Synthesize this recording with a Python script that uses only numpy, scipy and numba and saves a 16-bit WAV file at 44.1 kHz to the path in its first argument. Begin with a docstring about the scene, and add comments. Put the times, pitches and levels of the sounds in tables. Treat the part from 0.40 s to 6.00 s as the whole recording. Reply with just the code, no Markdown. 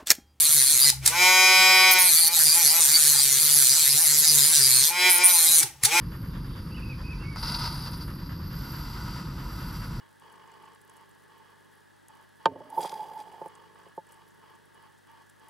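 """A small electric rotary tool cuts a metal part clamped in a bench vise. The cut-off wheel, slightly
out of true, scrapes once a turn, rings the part, thumps the bench, squeals and drags the speed down.
At 0.5 s it jams, hums and snags as it is pulled free; the motor spins up and whines. From 1.5 s it
cuts again, with short breaks. At 5.2 s it jams once more, snags free and speeds up."""
import sys
import numpy as np
from scipy import signal
from scipy.fft import irfft
from scipy.io import wavfile
from scipy.ndimage import uniform_filter1d
from numba import njit

SR = 44100
rng = np.random.default_rng(int(sys.argv[2]) if len(sys.argv) > 2 else 0)


def persist_wave(psi):
    """Save psi, clipped to +-1, as 16-bit WAV."""
    counts = np.round(np.clip(psi, -1, 1) * 32767).astype(np.int16)
    wavfile.write(sys.argv[1], SR, np.atleast_2d(counts).T)


N = 246959
TIME = np.arange(N) / SR
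FREQ = np.maximum(np.fft.rfftfreq(4096, 1 / SR), 1)
FREE_HZ = 187.2  # unloaded shaft

# wheel on metal: start_s, length_s, lag_s, level_db, wheel_ring_rel_db, edge_ring_rel_db
CONTACTS = [(-.1, .603, 0.0027, -22, -6.5, 0), (1.508, .034, .002, -20, -13, 1),
            (1.584, 0.3, 0.0032, -20.5, -3.5, -0.5), (1.905, 2.575, .025, -21, -10, -5.5),
            (4.695, .09, 0.0026, -25.5, 3, -3), (4.835, 0.37, 0.0068, -20.5, -2.5, -4)]
# hand presses the wheel deeper: start_s, length_s, brake_hz, scrape_rel_db, edge_rel_db, bench_rel_db
PUSHES = [(-0.176, 0.28, 30, -0.6, -2, -3.5), (0.137, 0.12, 60, 0, -3.5, -2), (0.32, 0.07, 90, -0.5, -5, 1),
          (0.434, 0.068, 38.5, 2.5, -10, 4), (1.693, 0.034, 90, -0.5, -1, -9.5),
          (1.796, 0.063, 24, -4.7, 4.5, -4), (1.936, 0.16, 32, 0.5, 3, 0.5), (2.206, 0.069, 58, 1.5, -1, 2),
          (2.393, 0.09, 58, 1.5, -2.5, -2), (2.566, 0.095, 45, 0, -3, -1), (2.681, 0.29, 42, 0, 0, 1.3),
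          (3.01, 0.21, 36, 0.5, 2.0, 1), (3.205, 0.091, 60, 1, 0, -3), (3.403, 0.058, 76, -0.5, 0, -5),
          (3.469, 0.088, 32, -1.5, 3, 4.5), (3.646, 0.035, 87, 1, -1, -4.6),
          (3.685, 0.14, 26, 0.1, -5, 1.1), (3.856, 0.19, 40, 2.0, -1, 4.5), (4.118, 0.29, 54, 2, -3.5, 3.0),
          (4.565, 0.14, 3, 6.5, -4, -5), (4.693, 0.05, 9, -2, 10, -4.9), (4.917, 0.28, 20, 0.1, -0.5, -1)]
# wheel jams: start_s, length_s, brake_hz, hum_db
JAMS = [(0.493, .118, 125, -36.5), (5.222, 0.19, 127.5, -59)]
# grit on metal: freq_hz, level_db
GRIT_SPECTRUM = [(200, -26.5), (650, -20.5), (1000, -13.5), (2100, -2.5), (2900, -12.5), (3700, -2.5),
                 (5400, -4), (7000, -2), (10000, 0), (12300, -7), (14000, -6.5), (16000, -17.5)]
# clamped part: freq_hz, width_hz, level_db
PART_MODES = [(3830, 370, -10.5), (4280, 290, -0.5), (4890, 510, -2), (5985, 320, -1), (6800, 790, -2),
              (7460, 180, -0.5), (7670, 130, -8), (8570, 760, 0.5), (13060, 470, -3.5)]
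# thin wheel: freq_hz, width_hz, level_db
WHEEL_MODES = [(9410, 300, 2.5)]


def undb(db):
    """Decibels to gain."""
    return 10 ** (np.asarray(db) / 20)


def unit(x):
    """Scale to rms 1."""
    return x / np.sqrt(np.mean(x ** 2))


def steady(x):
    """Hold the 50 ms rms at 1."""
    return x / np.sqrt(uniform_filter1d(x ** 2, SR // 20))


def curves(at, rows):
    """Interpolate a table's columns over its first."""
    knots, *columns = np.transpose(rows)
    return [np.interp(at, knots, column) for column in columns]


def shape(points):
    """Frequency response from (freq_hz, level_db) points."""
    hz, db = np.transpose(points)
    return undb(np.interp(np.log(FREQ), np.log(hz), db))


def modes(rows):
    """Response of damped resonances."""
    return sum(undb(db) / (1 + 1j * (FREQ / hz - hz / FREQ) * hz / width) for hz, width, db in rows)


def through(x, response):
    """Filter by a frequency response."""
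    kernel = np.fft.fftshift(irfft(response))
    return signal.oaconvolve(x, kernel * np.hanning(len(kernel)), "same")


def ringing(drive, rows):
    """Driven resonances with steep skirts, rms 1."""
    response = modes(rows)
    return unit(through(drive, response * abs(response) ** .5))


def walk(rate_hz):
    """Random wander, rms 1."""
    steps = rng.standard_normal(N // 8)
    return unit(np.interp(TIME * rate_hz, np.arange(len(steps)), steps))


def during(start_s, length_s):
    """1 while an event lasts, else 0."""
    return 1. * ((TIME >= start_s) & (TIME < start_s + length_s))


def lag(x, lag_s):
    """Follow a control with inertia."""
    keep = np.exp(-1 / (lag_s * SR))
    return signal.lfilter([1 - keep], [1, -keep], x, zi=[keep * x[0]])[0]


@njit
def recur(fresh, period_samples, memory):
    """Noise that partly repeats one period later."""
    y = fresh.copy()
    for i in range(len(y)):
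        j = i - int(period_samples[i] + .5)
        if j >= 0:
            y[i] = memory * y[j] + np.sqrt(1 - memory ** 2) * fresh[i]
    return y


def surface(hz, renewal):
    """Turning roughness: the same grains come round again, a share of them renewed."""
    return recur(rng.standard_normal(N), SR / hz, np.sqrt(1 - renewal))


def once_a_turn(turns, width_turns, rest):
    """One smooth swell per turn over a resting level."""
    return unit(np.exp(-(np.sin(np.pi * turns) / (np.pi * width_turns)) ** 2) + rest)


def shaft():
    """Touches, pushes and jams brake the shaft; it sags and recovers with its inertia."""
    touch_brake_hz, inertia_s, creep_s, creep_share = 8.2, 0.07, 0.55, 0.018
    touch = sum(during(start_s, length_s) for start_s, length_s, *_ in CONTACTS)
    brake_hz = sum(hz * during(start_s, length_s) for start_s, length_s, hz, *_ in [*PUSHES, *JAMS])
    brake_hz += touch_brake_hz * touch
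    sag_hz = (1 - creep_share) * lag(brake_hz, inertia_s) + creep_share * lag(brake_hz, creep_s)
    return uniform_filter1d(FREE_HZ - sag_hz, SR // 50), touch


def by_speed(hz):
    """Motor and bench levels in dB follow the shaft speed."""
    # loudness against speed: shaft_hz, motor_db, bench_db
    speed_levels = [(64.8, -60.5, -65), (108, -40, -56), (130, -36.5, -46.5), (151.4, -33.5, -46),
                    (146.3, -40.5, -44), (163, -28.5, -52), (179.12, -23.5, -48), (186.74, -16.5, -47)]
    return curves(hz, speed_levels)


def pressing():
    """What the pushes add to scrape, edge and bench, in dB."""
    added_db = sum(np.outer(levels_db, during(start_s, length_s))
                   for start_s, length_s, _, *levels_db in PUSHES)
    return [lag(db, lag_s=0.012) for db in added_db]


def motor(hz, turns, load, touch):
    """Shaft harmonics ring the housing and roughen under load; brushes buzz, cooling air rasps."""
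    # free-running whine at whine_hz: harmonic, level_db
    harmonics = [(1, -30), (2, -17), (3, -20), (4, -12), (5, -9), (6, -11), (7, -22), (8, -10), (9, -25),
                 (10, -11), (11, -8), (12, -3), (13, 0), (14, -16), (15, -24), (16, -14), (17, -12),
                 (18, -13), (19, -22), (20, -22), (21, -7), (22, -17), (23, -19), (24, -21), (25, -27),
                 (26, -12), (27, -7), (28, -16), (29, -21)]
    # motor housing: freq_hz, width_hz, level_db
    housing_modes = [(320, 45, 15), (440, 55, 7), (856, 40, 17), (1400, 70, 15)]
    # brush buzz and cooling air: freq_hz, level_db
    brush_spectrum = [(300, -12), (800, 3), (2200, 9.5), (2900, 10), (5200, 4.5), (7200, 1.5), (9500, -1.5),
                      (12000, -1), (14000, -6.5), (16000, -14)]
    # slow swells, loudest with the tool lifted closer: time_s, motor_rel_db, low_harmonics_rel_db
    swells = [(0, -2, -3), (.74, 1, -2), (.83, 5, -1.5), (.93, 0, 1), (1.5, 1, -0.5), (1.7, -1.5, -3.5),
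              (1.92, -4.5, 5.5), (2.2, 1, -1.5), (4.4, -10, 3.5), (4.66, 3.5, -7.5), (4.95, -1.5, 0),
              (5.25, -2.5, 4), (5.53, 7, -2)]
    whine_hz, buzz_from_hz = 186.8, 5300
    housing = np.sqrt(1 + sum(abs(modes([row])) ** 2 for row in housing_modes))
    orders, order_db = np.transpose(harmonics)
    drive_db = order_db - 20 * np.log10(np.interp(orders * whine_hz, FREQ, housing))
    body = undb(np.interp(FREQ, orders * whine_hz, drive_db)) * housing
    swell_db, low_db = curves(TIME, swells)
    whine = np.zeros(N)
    for k in orders[1:]:  # the fundamental sounds through the bench
        flutter_db = (1.4 + 6 * load) * walk(45)
        db = flutter_db - 12 * load * k / len(orders) + low_db * (2 < k <= 8)
        whine += np.interp(k * hz, FREQ, body) * undb(db) * np.sin(2 * np.pi * (k * turns + rng.random()))
    whine = undb(0.5 - 7 * load) * steady(whine)
    buzz = surface(hz, renewal=0.036) * once_a_turn(turns, width_turns=0.41, rest=0.25)
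    buzz = undb(-8) * unit(through(buzz, shape(brush_spectrum) * (FREQ > buzz_from_hz)))
    air = undb(-22 + 17 * np.sqrt(load)) * unit(through(rng.standard_normal(N), shape(brush_spectrum)))
    damping_db = -3.5 * lag(touch, lag_s=0.0066)  # touching the metal damps the motor
    return undb(by_speed(hz)[0] + swell_db + damping_db) * (whine + buzz + air)


def scrape(hz, turns, renewal):
    """The wheel's high side drags grit over the metal once a turn, each time with a different force."""
    force = undb(rng.standard_normal(N // 100))[(turns + .5).astype(int)]
    sparks = undb(0.45 * walk(3000))
    return surface(hz, renewal) * once_a_turn(turns, width_turns=0.21, rest=0.22) * force * sparks


def wandering_contact(x, spread_db, rate_hz):
    """The point of contact wanders: narrow bands swell and fade independently."""
    centres_hz = np.linspace(0, 16000, 33)
    bands = (np.maximum(1 - abs(FREQ - hz) / centres_hz[1], 0) for hz in centres_hz)
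    return sum(through(x, band) * undb(spread_db * walk(rate_hz)) for band in bands)


def cutting(hz, turns, load):
    """Each contact hisses with grit and rings part, wheel and edge; squeals duck the scrape."""
    # edge being cut: freq_hz, width_hz, level_db
    edge_modes = [(10760, 580, 1), (11240, 1500, 6)]
    drag = wandering_contact(scrape(hz, turns, renewal=0.47), spread_db=2.5, rate_hz=19)
    hiss = unit(unit(through(drag, shape(GRIT_SPECTRUM))) + undb(0.5) * ringing(drag, PART_MODES))
    # a light graze is mostly treble; a deeper bite fills in the lower modes
    treble = through(hiss, shape([(8000, -7), (9400, 8.5)]))
    hiss = treble + undb(-11 * (1 - load) ** 2) * (hiss - treble)
    push_db, edge_push_db, _ = pressing()
    wheel = ringing(drag, WHEEL_MODES)
    edge = undb(edge_push_db) * ringing(drag, edge_modes)
    grind = np.zeros(N)
    for start_s, length_s, lag_s, level_db, wheel_db, edge_db in CONTACTS:
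        contact = lag(during(start_s, length_s), lag_s) * undb(level_db)
        grind += contact * (hiss + undb(wheel_db) * wheel + undb(edge_db) * edge)
    squeal, duck_db = squeals(hz, turns)
    return grind * undb(push_db + duck_db) + squeal


def bench(hz, turns):
    """The bench top booms with the shaft's lowest harmonics."""
    # bench top: freq_hz, width_hz, level_db
    bench_modes = [(135, 7.3, 8.5), (346, 24, -2), (405, 26, -2.5)]
    boom = np.sqrt(sum(abs(modes([row])) ** 2 for row in bench_modes))
    tone = sum(np.interp(k * hz, FREQ, boom) * np.sin(2 * np.pi * k * turns) for k in (1, 2, 3))
    return steady(tone) * undb(by_speed(hz)[1] + pressing()[2] + 2.8 * walk(40))


def squeals(hz, turns):
    """The binding wheel repeats more exactly each turn; part or wheel squeals, with an octave above."""
    # wheel binds in the slot: centre_s, pitch_hz, level_db, half_length_s
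    binds = [(0.063, 4130, -24, 0.027), (0.304, 4220, -24.5, 0.059), (0.44, 4750, -21, 0.03),
             (1.66, 11170, -17, 0.02), (1.679, 4220, -20, 0.039), (1.821, 4500, -21, 0.071),
             (1.96, 4060, -21.5, 0.025), (2.081, 4743, -23, 0.08), (2.297, 4700, -21.5, 0.038),
             (2.555, 4600, -18.5, 0.027), (2.799, 4790, -21.5, 0.045), (3.052, 4236, -36, 0.056),
             (3.142, 10900, -19, .03), (3.262, 4200, -24, 0.019), (3.315, 4750, -20, 0.022),
             (3.51, 4830, -21, 0.027), (3.65, 10880, -20, 0.11), (3.788, 11300, -19, 0.035),
             (3.883, 4917, -20.5, 0.055), (3.957, 6640, -20, 0.016), (4.029, 4880, -21.5, 0.042),
             (4.11, 10900, -20, 0.037), (4.25, 4857, -23, .05), (4.364, 4200, -22, 0.1),
             (4.709, 9540, -17.5, 0.021), (4.86, 9440, -15, .025), (4.953, 9260, -22, 0.041),
             (5.11, 3980, -25.5, 0.06)]
    width_hz, octave_db, scrape_duck_db = 370, -2, -2
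    drag = scrape(hz, turns, renewal=0.2)
    squeal, binding = np.zeros((2, N))
    for centre_s, pitch_hz, level_db, half_length_s in binds:
        swell = np.exp(-1.5 * ((TIME - centre_s) / half_length_s) ** 2)
        binding += swell
        ring = ringing(drag, [(pitch_hz, width_hz, 0), (2 * pitch_hz, width_hz, octave_db)])
        squeal += undb(level_db) * swell * ring
    return squeal, scrape_duck_db * binding


def jam_hum():
    """The jammed motor hums through the bench."""
    hum_hz = 65
    stall = sum(undb(hum_db) * during(start_s, length_s) for start_s, length_s, _, hum_db in JAMS)
    phase = 2 * np.pi * np.cumsum(hum_hz * (1 + 0.02895 * walk(23.4))) / SR
    return lag(stall, lag_s=0.12) * (np.sin(phase) + undb(5.5) * np.sin(2 * phase))


def snags():
    """Short hard scrapes as the wheel jams or comes free; each rings the part and knocks the bench."""
    # wheel catches the slot's edge: peak_s, level_db, rise_and_decay_s, ring_rel_db, knock_rel_db
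    catches = [(.500, -19.5, 0.0037, -14, -32), (0.663, -12, 0.0028, -8, -22),
               (0.677, -12, 0.0011, -3, -29), (0.683, -21, 0.014, -14, -48), (5.232, -18, 0.0061, -25, -31),
               (5.437, -12, 0.0014, -35, -14.5), (5.454, -11.5, 0.0067, -22, -26)]
    knock_hz, knock_decay_s = 125, 0.01
    scratch, ring, knock = np.zeros((3, N))
    for peak_s, level_db, decay_s, ring_db, knock_db in catches:
        burst = undb(level_db) * np.exp(-abs(TIME - peak_s) / decay_s)
        scratch += burst
        ring += burst * undb(ring_db)
        age_s = np.maximum(TIME - peak_s, 0)
        thud = np.exp(-age_s / knock_decay_s) * np.sin(2 * np.pi * knock_hz * age_s)
        knock += undb(level_db + knock_db) * thud
    noise = rng.standard_normal(N)
    grit = unit(through(noise, shape(GRIT_SPECTRUM) * (1 + modes(WHEEL_MODES))))
    return scratch * grit + ring * ringing(noise, PART_MODES) + knock


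def echoes(x, delay_s, t60_s):
    """Dense reflections that start after a delay and die away."""
    age_s = TIME[:SR // 2]
    tail = rng.standard_normal(len(age_s)) * undb(-60 * age_s / t60_s)
    return signal.fftconvolve(x, np.pad(tail, (int(delay_s * SR), 0)) / np.linalg.norm(tail))[:N]


def scene():
    """Tool, cut and bench, close up and in stereo, in a small room."""
    # stereo side against mid: freq_hz, level_db
    side_spectrum = [(60, -33), (700, -41), (1300, -36), (2400, -20), (4400, -9.5), (8000, -4), (14000, -4)]
    # quiet room: freq_hz, level_db
    room_spectrum = [(25, -17.5), (70, -4.5), (130, -2), (250, -18), (1000, -22.5), (4000, -29),
                     (16000, -26)]
    hz, touch = shaft()
    load = np.clip((FREE_HZ - hz) / 40, 0, 1)
    hz = hz * (1 + (0.00012 + .007 * load) * walk(80))  # the grabbing wheel makes the speed shudder
    turns = np.cumsum(hz) / SR
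    tool = motor(hz, turns, load, touch) + bench(hz, turns) + jam_hum()
    catches = snags()
    metal = cutting(hz, turns, load) + catches
    # vise and bench scatter differently to each side; the wheel's two faces scrape separately
    scatter = echoes(tool + catches, delay_s=0, t60_s=0.0073)
    side = through(scatter + cutting(hz, turns, load), shape(side_spectrum))
    send = undb(-12.5) * tool + undb(-8) * metal
    room = np.array([echoes(send, delay_s=0.003, t60_s=0.22) for _ in range(2)])
    room_tone = undb(-60) * unit(through(rng.standard_normal(N), shape(room_spectrum)))
    return tool + metal + np.array([side, -side]) + room + room_tone


def record(dry):
    """Soft clip, then a steep low-pass."""
    cutoff_hz = 15700
    return signal.sosfilt(signal.ellip(10, .2, 80, cutoff_hz, fs=SR, output="sos"), np.tanh(dry))


dry = scene()
out = record(dry)
persist_wave(out)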